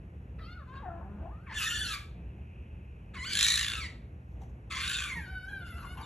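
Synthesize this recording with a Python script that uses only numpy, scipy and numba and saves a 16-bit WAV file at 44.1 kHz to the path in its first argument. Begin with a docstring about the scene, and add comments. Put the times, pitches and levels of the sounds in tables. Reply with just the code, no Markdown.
"""Fennec fox on a hutch

In a living room a fennec fox on a wooden hutch whines, growls and breaks into three harsh screeches.
One larynx makes all of it: harmonics of the folds, nearly clean in the whines, jittered and roughened
in the screeches, where noisy slaps rattle the throat. Resonances stand for mouth, throat and hollow lid.
A phone with two microphone ports a metre or two away hears it with room echo, hum and low rumble."""
import sys
import numpy as np
from scipy import signal
from scipy.fft import rfft, irfft, next_fast_len
from scipy.io import wavfile
from scipy.ndimage import uniform_filter1d
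from numba import njit

SR = 44100
rng = np.random.default_rng(int(sys.argv[2]) if len(sys.argv) > 2 else 0)


def unload_wav(signal):
    """Save mono or channel-first audio to the path in sys.argv[1] as 16-bit WAV at rate SR, clipped to [-1, 1]."""
    wavfile.write(
        sys.argv[1],
        SR,
        np.round(np.clip(np.atleast_2d(signal).T, -1, 1) * 32767).astype(np.int16),
    )


N = 266805
T = np.arange(N) / SR
TOP_HZ = 14800  # top of the phone's range
ATTACK_S, RELEASE_S = .012, .026  # sloped edges of a call


def undb(db):
    """Decibels to gain."""
    return 10 ** (np.asarray(db) / 20)


def unit(x):
    """Scale to rms 1."""
    return x / np.sqrt(np.mean(x ** 2))


def curves(rows):
    """Each column after the time column, interpolated to every sample."""
    s, *columns = np.transpose(rows)
    return [np.interp(T, s, c) for c in columns]


def noise():
    """White noise."""
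    return rng.standard_normal(N)


def colour(x, points):
    """Filter by a spectrum of (Hz, dB) points, joined on a logarithmic frequency axis."""
    hz, db = np.transpose(points)
    size = next_fast_len(2 * N)
    f = np.maximum(np.fft.rfftfreq(size, 1 / SR), 1)
    gain = undb(np.interp(np.log(f), np.log(hz), db))
    return irfft(rfft(x, size) * gain, size)[:N]


def band(x, lo_hz, hi_hz):
    """Steep band-pass without delay."""
    sos = signal.butter(4, [lo_hz, min(hi_hz, .45 * SR)], "band", fs=SR, output="sos")
    return signal.sosfiltfilt(sos, x)


def ring(x, hz, width_hz):
    """One resonance, gain 1 at its centre."""
    return signal.lfilter(*signal.iirpeak(hz, hz / width_hz, fs=SR), x)


@njit
def glide(x, hz, width_hz):
    """A resonance whose centre moves, gain 1 at its centre."""
    y, band_state, low_state = np.empty(len(x)), 0., 0.
    for i in range(len(x)):
        g, damping = np.tan(np.pi * hz[i] / SR), width_hz / hz[i]
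        v = (band_state + g * (x[i] - low_state)) / (1 + g * (g + damping))
        band_state = 2 * v - band_state
        low_state = low_state + 2 * g * v
        y[i] = damping * v
    return y


def wander(hz):
    """Random motion, mostly slower than hz, rms 1."""
    return unit(signal.sosfilt(signal.butter(2, hz, fs=SR, output="sos"), noise()))


def bump(s, spread_s):
    """A smooth bell-shaped swell centred on time s."""
    return np.exp(-.5 * np.minimum(((T - s) / spread_s) ** 2, 60))


def during(start, end, attack_s, release_s):
    """1 between start and end, with sloped edges."""
    return np.clip(np.minimum((T - start) / attack_s, (end - T) / release_s) + .7, 0, 1)


def per_call(calls, index):
    """One column of a table of calls, held through each call."""
    held = np.full(N, float(calls[0][index]))
    for row in calls:
        held[T > row[0] - 2 * ATTACK_S] = row[index]
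    return uniform_filter1d(held, size=700)


def call_levels(calls, end_power):
    """Each call moves from start to crest to end: level in dB, on-off gate, time since its start."""
    level, gate, age = np.full(N, -100.), 0, np.zeros(N)
    for start, crest, end, start_db, crest_db, end_db, *_ in calls:
        to_crest = np.clip((T - start) / (crest - start), 0, 1)
        to_end = np.clip((T - crest) / (end - crest), 0, 1)
        call_db = start_db + (crest_db - start_db) * to_crest + (end_db - crest_db) * to_end ** end_power
        begun = T > start - 2 * ATTACK_S
        level = np.where(begun, call_db, level)
        age = np.where(begun, np.maximum(T - start, 0), age)
        gate = np.maximum(gate, during(start, end, ATTACK_S, RELEASE_S))
    return uniform_filter1d(level, size=500), gate, age


def ports(x):
    """The phone's body bends the sound on its way to the two microphone ports: a phase shift, half to each."""
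    # phase by which the left port leads the right: freq_hz, phase_rad
    port_phase = [(250, 0), (700, .35), (1800, .05), (2600, .6), (4200, .85), (4550, 1.5), (4860, np.pi),
                  (5200, 5.3), (6300, 6.4), (8700, 9.2), (9500, 9.6), (11900, 12.5)]
    size = next_fast_len(N + 512)
    turn = np.exp(.5j * np.interp(np.fft.rfftfreq(size, 1 / SR), *np.transpose(port_phase)))
    return np.array([irfft(rfft(x, size) * h, size)[:N] for h in (turn, turn.conj())])


def house():
    """Low rumble, steady hum tones, a faint hiss and a narrow hiss that swells and fades: shaped noise and sines."""
    # spectrum of the low rumble: freq_hz, gain_db
    rumble_spectrum = [(15, -75), (25, -44), (51, -4.5), (75, -1), (128, -17.5), (146, -13), (180, -13.5),
                       (270, -22.5), (306, -22), (831, -36.5), (1170, -44.5), (2670, -46.5), (4000, -64),
                       (5200, -104), (8800, -120)]
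    # spectrum of the hiss: freq_hz, gain_db
    hiss_spectrum = [(3000, -1), (4900, 0.5), (6500, 0), (9000, 0.5), (11300, 2.5), (13000, -18.5)]
    # mains and motor lines: freq_hz, rms_level_db
    hum_lines = [(60, -51.5), (76.5, -53.5), (120, -54.5), (178, -67.5)]
    # faint narrow hiss near 2.6 kHz that swells and fades: time_s, level_db
    mid_hiss_levels = [(0, -77), (1.2, -75), (2.2, -71.5), (2.6, -66.5), (3.1, -71.5), (4.0, -78), (6, -76)]
    rumble = unit(colour(noise(), rumble_spectrum)) * undb(-46 + 1.5 * wander(4.2))
    hiss = unit(band(colour(noise(), hiss_spectrum), 2700, 18000)) * undb(-84.5)
    mid_hiss_db, = curves(mid_hiss_levels)
    mid_hiss = unit(ring(band(noise(), 1000, 3280), 2570, 300)) * undb(mid_hiss_db)
    hum = 0
    for hz, db in hum_lines:
        hum = hum + undb(db) * np.sqrt(2) * np.sin(2 * np.pi * hz * T + .49 * wander(6.5))
    # noise of opposite sign at the two ports widens the background
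    side = unit(band(noise(), 180, 2200)) * undb(-68)
    return ports(rumble + hum + hiss + mid_hiss) + np.array([side, -side])


def room(x, t60_s, treble_t60_s, wet_db):
    """Diffuse echo of a furnished room, different at each microphone port: decaying noise, treble sooner."""
    out = []
    for _ in range(2):
        low, high = band(noise(), 100, 4500), band(noise(), 4500, 15000)
        tail = low * np.exp(-np.log(1000) * T / t60_s) + high * np.exp(-np.log(1000) * T / treble_t60_s)
        # the tail sets in 3 ms after the direct sound and is cut at one second
        tail = (tail * np.clip((T - .003) / .00067, 0, 1))[:SR]
        out.append(signal.fftconvolve(x, tail / np.sqrt(np.sum(tail ** 2)))[:N])
    mid, side = out
    return undb(wet_db) * (ports(mid) + .34 * np.array([side, -side]))


def paws():
    """Soft steps thump the resonances of the hollow lid; claws and fur scrape it as coloured noise."""
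    # paw steps, each pressing hardest 12 ms after its start: start_s, relative_level_db
    steps = [(4.424, -58), (5.158, -47.5), (5.185, -66), (5.272, -51.5), (5.508, -56.5), (5.736, -66),
             (5.835, -67)]
    # resonances of the hutch lid: freq_hz, width_hz, relative_gain_db
    lid_modes = [(128, 13.8, -23), (166.1, 9.3, 9), (239, 18.3, 4), (314.6, 38, -34), (615, 130, -37)]
    # scrapes: centre_s, spread_s, level_db
    scrapes = [(4.331, .03, -68.5), (4.42, 0.0023, -55), (4.428, 0.018, -59), (4.498, 0.0012, -65),
               (4.499, 0.006, -65)]
    # spectrum of the scrapes: freq_hz, gain_db
    scrape_spectrum = [(200, 3.5), (800, 11), (1500, -13), (3500, -13), (4900, -22.5), (6300, -10.5),
                       (8500, -22), (12000, -21.5), (14000, -37)]
    push = noise() * sum(undb(db) * bump(s + .012, .0054) for s, db in steps)
    thumps = 22 * sum(undb(db) * ring(push, hz, width) for hz, width, db in lid_modes)
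    strokes = sum(undb(db) * bump(s, spread) for s, spread, db in scrapes)
    return thumps + unit(colour(noise(), scrape_spectrum)) * strokes


def overtones(phase, slope_db, patchy_db, count):
    """Harmonics of the vocal folds, tilted by slope_db an octave; each swells and fades on its own."""
    hz = np.gradient(phase) * SR / (2 * np.pi)
    out = 0
    for k in range(1, count + 1):
        gain = undb(slope_db * np.log2(k) + patchy_db * wander(16.7))
        out = out + gain * np.sin(k * phase) * (k * hz < TOP_HZ)
    return unit(out)


def project(voice, low_db, mid_db, top_db, waver_db):
    """Level out the low, middle and top registers, then give each its own level with a little waver."""
    registers = band(voice, 150, 2000), band(voice, 2000, 4800), band(voice, 4800, 16000)
    out = 0
    for part, db in zip(registers, (low_db, mid_db, top_db)):
        power = uniform_filter1d(uniform_filter1d(part ** 2, size=1600), size=1000)
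        out = out + part / np.sqrt(np.abs(power) + 1e-12) * undb(db + waver_db * wander(8.9))
    return out


def whine():
    """A thin, nearly clean tone through a closed mouth; it sinks to a growl where the folds beat unevenly."""
    # pitch through each run of whines: time_s, pitch_hz
    pitch_runs = [
        [(.385, 665), (.445, 622), (.485, 695), (.56, 742), (.59, 660), (.625, 530)],
        [(.68, 515), (.79, 545.3), (.815, 580), (.84, 410), (.875, 348.5), (.995, 330), (1.015, 180),
         (1.1, 205), (1.185, 203)],
        [(1.205, 310.1), (1.265, 341), (1.295, 445), (1.325, 610), (1.36, 622), (1.455, 797)],
        [(5.16, 945), (5.18, 940), (5.215, 805), (5.27, 722), (5.3, 770), (5.39, 738), (5.48, 772),
         (5.495, 826.5), (5.596, 762), (5.622, 699.4), (5.69, 725.3), (5.744, 657), (5.778, 717.6),
         (5.808, 669.3), (6.01, 776.3), (6.05, 709.6)],
    ]
    # whines: start_s, crest_s, end_s, low register at start_db, crest_db, end_db,
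    # middle_db and treble_db at the usual pitch, added roughness at the start (0-1)
    calls = [(.39, .49, 0.555, -54, -57, -56, -57.5, -80, .8),
             (.56, .595, .625, -55, -51, -56, -70, -92, 0), (.675, .73, .745, -60, -53, -53, -63, -82, .2),
             (.755, .79, .81, -51, -49, -50, -55, -72, .5),
             (.815, .875, 1.2, -50, -42.5, -66, -66, -88, .35),
             (1.205, 1.255, 1.47, -57, -47.5, -70, -85, -94, .1),
             (5.16, 5.18, 5.25, -44, -43.5, -55, -61, -68, 0),
             (5.255, 5.31, 5.68, -52, -42.5, -48, -60, -73, .05),
             (5.68, 5.74, 5.95, -50.5, -52.5, -53, -59, -63.5, .5),
             (5.975, 6.0, 6.16, -71, -66, -39, -57, -66.5, .5)]
    # hoarse grunts: centre_s, spread_s, resonance_hz, level_db
    grunt_rows = [(5.79, .015, 1190, -56), (5.844, .016, 1127, -49.5), (5.998, 0.022, 987, -45.5)]
    # nearly closed mouth: freq_hz, gain_db
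    shut_mouth = [(180, -10), (350, -26), (600, -6.5), (800, -11), (1050, -5.5), (1500, 0), (2200, -13.5),
                  (3000, -14.5), (3700, -18.5), (4400, -16.5), (5400, -15.5), (7200, -7.5), (9000, -12),
                  (11300, 3.5), (13000, -49)]
    usual_hz, open_db_per_octave = 729, 18  # middle and treble grow as the pitch rises
    held_rough, growl_rough, grunt_rough = .065, .6, .4856
    catch_s = .027  # decay of the catch in the voice at the start
    growl_below_hz, growl_range_hz = 480, 199

    hz, = curves(np.vstack(pitch_runs))
    level, gate, age = call_levels(calls, end_power=.7)
    growl = np.clip((growl_below_hz - hz) / growl_range_hz, 0, 1)
    catch = per_call(calls, index=8) * np.exp(-age / catch_s)
    rough = held_rough + catch + growl_rough * growl
    rough = rough + grunt_rough * sum(bump(s, spread) for s, spread, *_ in grunt_rows)
    jitter = .00765 * wander(59) + .08 * rough * wander(223.4)
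    phase = 2 * np.pi * np.cumsum(hz * (1 + jitter)) / SR
    folds = overtones(phase, slope_db=-2, patchy_db=5, count=18) + .8 * np.sin(2 * phase)
    # harmonics near these mouth resonances stand out
    folds = folds + .8 * ring(folds, 1680, 400) + .6 * ring(folds, 2750, 400)
    shimmer = 1 + .55 * rough * wander(220)
    # breath noise pulses with the folds
    rasp = noise() * (1 + np.cos(phase)) * (.043 + .37 * rough ** 2)
    voice = colour(folds * shimmer + rasp, shut_mouth)
    # the lips close as the pitch sinks, muffling the growl
    closed = np.clip((520 - hz) / 130, 0, 1)
    voice = voice + 4 * closed * ring(ring(voice, 795, 630), 790, 450)
    open_db = open_db_per_octave * np.log2(hz / usual_hz)
    middle_db = per_call(calls, index=6) + open_db
    treble_db = per_call(calls, index=7) + open_db
    voice = project(voice, level, middle_db, treble_db, waver_db=1)
    chest_tone = np.sin(phase) + .42 * np.sin(2 * phase)
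    chest = undb(-52) * growl ** 2 * chest_tone * shimmer
    grunts = 0
    for s, spread, resonance_hz, db in grunt_rows:
        hoarse = unit(ring(ring(noise(), resonance_hz, 320), resonance_hz, 320))
        grunts = grunts + undb(db) * bump(s, spread) * hoarse
    return (voice + chest) * gate + grunts


def rattle():
    """Throat rattle: bursts of uneven slaps that quicken and, on the whole, weaken as they go."""
    # bursts: start_s, end_s, first_rate_per_s, strength_db
    bursts = [(3.335, 3.77, 52.5, 6), (4.879, 5.045, 54.8, 1)]
    rate_rise_per_s2, slap_spread_s = 12, .0015
    scatter_db, fade_db_per_s = 1, 4
    out = 0
    for start, end, rate, db in bursts:
        s = start
        for chance in rng.standard_normal(size=40):
            if s < end:
                slap_db = db + scatter_db * chance - fade_db_per_s * (s - start)
                out = out + undb(slap_db) * bump(s, slap_spread_s)
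            s += 1 / (rate + rate_rise_per_s2 * (s - start))
    return out


def tight_throat(voice):
    """The tightened throat gathers the voice into three trembling, gliding bands and two fixed ones."""
    # throat in the second and third screeches: time_s, low_hz, middle_hz, high_hz, tightness (0-1)
    throat_shapes = [
        [(3.29, 1520, 2300, 4300, 0), (3.33, 1550, 2350, 4200, .5), (3.40, 1800, 2300, 3960, 1),
         (3.53, 1830, 2330, 3970, 1), (3.60, 1820, 2750, 3950, .8), (3.655, 1750, 2750, 3400, .9),
         (3.72, 1520, 2700, 3700, .8), (3.77, 1450, 2650, 3650, .6), (3.81, 1250, 2400, 3550, 0)],
        [(4.71, 1050, 2100, 3350, .3), (4.77, 1150, 2230, 3400, .6), (4.84, 1400, 2500, 3500, .6),
         (4.90, 1550, 2650, 3850, 1), (4.96, 1470, 2600, 3550, 1), (5.03, 1500, 2420, 3450, .8),
         (5.08, 1400, 2350, 3500, .5), (5.11, 1200, 2250, 3400, 0)],
    ]
    # the three gliding resonances, low to high: width_hz, gain
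    throat_peaks = [(300, 1.6), (300, 1.1), (430, 2.1)]
    *centres, tightness = curves(np.vstack(throat_shapes))
    treble = .9 * ring(voice, 7250, 400)
    knock = 1.3 * ring(ring(voice, 1130, 170), 1130, 170)
    out = treble + knock
    for centre, (width_hz, gain) in zip(centres, throat_peaks):
        hz = centre * (1 + .022 * wander(70))
        out = out + gain * glide(glide(voice, hz, float(width_hz)), hz, float(width_hz))
    return tightness * out


def screech():
    """Overdriven folds jitter, a second oscillation adds side tones, and the throat rattles in noisy slaps."""
    # folds in each screech: time_s, pitch_hz before the opening yelp is added, roughness (0-1)
    pitch_runs = [
        [(1.465, 900, .35), (1.52, 876, 1), (1.545, 1350, .85), (1.585, 1420, .4), (1.635, 1230, .7),
         (1.68, 1400, .3), (1.77, 1460, .46), (1.82, 1540, .22), (1.865, 1400, .3), (1.91, 1290, .5),
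         (1.97, 1110, .3)],
        [(3.14, 950, 0.81), (3.19, 931, 0.17), (3.243, 1081, 0.05), (3.256, 1450, .15), (3.29, 1560, .25),
         (3.32, 1500, .9), (3.5, 1896, .9), (3.62, 1755, .9), (3.69, 1438, 0.62), (3.79, 1290, .35),
         (3.82, 1130, .22), (3.865, 930, .25)],
        [(4.708, 850, 0.5), (4.77, 1040, .95), (4.84, 1200, 1), (4.89, 1400, .9), (5.0, 1270, .95),
         (5.05, 1190, 0.7), (5.095, 1160, 0.36), (5.12, 1055, 0.1), (5.147, 1055, .08), (5.158, 1220, .15)],
    ]
    # screeches: start_s, crest_s, end_s, middle register at start_db, crest_db, end_db,
    # treble at crest_db, low register at crest_db, hoot (0-1)
    calls = [(1.465, 1.58, 1.955, -76, -37.5, -42.5, -40, -40.5, 0.25),
             (3.143, 3.42, 3.862, -54.5, -28, -47.5, -29.5, -41.5, .1),
             (4.708, 4.92, 5.138, -43.5, -37, -46.5, -41.5, -42, 0.12)]
    # independent tone that breaks out: centre_s, spread_s, pitch_hz, relative_level_db
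    second_tones = [(1.568, 0.011, 1722, 0.5), (1.61, 0.0056, 1670, -17), (1.674, 0.011, 1823, 2.5),
                    (1.758, 0.014, 1739, 0), (1.818, 0.012, 1729, 0.5), (1.895, 0.016, 1668, -7.5),
                    (3.32, 0.018, 2305, -4), (4.707, 0.005, 1270, 0), (4.735, 0.011, 1298, -4),
                    (4.93, 0.04, 1530, -5)]
    # wide-open mouth: freq_hz, gain_db
    open_mouth = [(500, -61), (850, -23.5), (1150, -9.5), (1650, 0), (2050, -3), (2400, -3.5), (3300, 1),
                  (3900, -4), (4450, -2.5), (5400, -7), (7400, -5.5), (9300, -5), (11000, -11.5),
                  (12200, -23.5), (15000, -48.5)]
    yelp_hz, yelp_s = 370, .022  # each screech starts with a yelp from above
    hoot_hz, hoot_fade_hz = 1220, 300  # below this pitch the fundamental stands out
    low_growth, treble_growth = .33, 1.36  # dB gained for each dB of effort

    hz, rough = curves(np.vstack(pitch_runs))
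    level, gate, age = call_levels(calls, end_power=1.29)
    hz = hz + yelp_hz * np.exp(-age / yelp_s)
    jitter = .014 * wander(88.7) + .075 * rough * wander(349)
    phase = 2 * np.pi * np.cumsum(hz * (1 + jitter)) / SR
    # an unsteady flutter near 310 Hz modulates pitch and loudness, adding side tones
    flutter = 2 * np.pi * np.cumsum(310 * (1 + .23 * wander(100))) / SR
    phase = phase + .53 * rough * np.sin(flutter)
    # the second harmonic blooms as it crosses a mouth resonance
    bloom = .96 * np.exp(-((2 * hz - 2220) / 260) ** 2) * np.clip(1 - rough, 0, 1)
    folds = overtones(phase, slope_db=.5, patchy_db=5.5, count=10) + (.13 + bloom) * np.sin(2 * phase)
    folds = folds * (1 + rough * (.78 * np.cos(flutter) + .5 * wander(400)))
    # the second tone has its own overtones and beats with the folds
    clock = 2 * np.pi * np.cumsum(1 + .02853 * wander(220)) / SR
    for s, spread, f, db in second_tones:
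        tone = np.sin(f * clock) * (1 + .18 * np.cos(phase))
        tone = tone + np.sin(2 * f * clock) + .14 * np.sin(4 * f * clock)
        folds = folds + undb(db) * bump(s, spread) * tone
    rasp = noise() * (1 + .5 * np.cos(phase)) * (1 + .7 * np.cos(flutter)) * (.09 + .6 * rough)
    slaps = rattle()
    voice = colour(folds * (1 + .6 * slaps) + rasp + 3 * slaps * noise(), open_mouth)
    hoot = per_call(calls, index=8) * np.clip((hoot_hz - hz) / hoot_fade_hz, 0, 1)
    voice = voice + hoot * np.sin(phase)
    # more effort brightens the voice: the treble grows faster than the low register
    effort = level - per_call(calls, index=4)
    low_db = per_call(calls, index=7) + low_growth * effort
    treble_db = per_call(calls, index=6) + treble_growth * effort
    return gate * project(voice + tight_throat(voice), low_db, level, treble_db, waver_db=.6)


def scene():
    """The fox and its paws, with close echoes, the room and the house."""
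    # close echoes off the lid, wall and sofa: delay_s, gain
    echoes = [(.0011, 0.15), (.0031, -0.056), (.0058, .2)]
    fox = whine() + screech() + paws()
    near = fox + sum(gain * np.interp(T - delay, T, fox) for delay, gain in echoes)
    both = ports(near) + room(fox, t60_s=.4, treble_t60_s=.33, wet_db=-6.5)
    # the low middle leans to the left
    lean = .3 * band(both.mean(axis=0), 550, 1400)
    return both + np.array([lean, -lean]) + house()


def record(dry):
    """The phone cuts the top with a steep low-pass."""
    return signal.sosfilt(signal.ellip(8, .2, 70, TOP_HZ, fs=SR, output="sos"), dry)


dry = scene()
out = record(dry)
unload_wav(out)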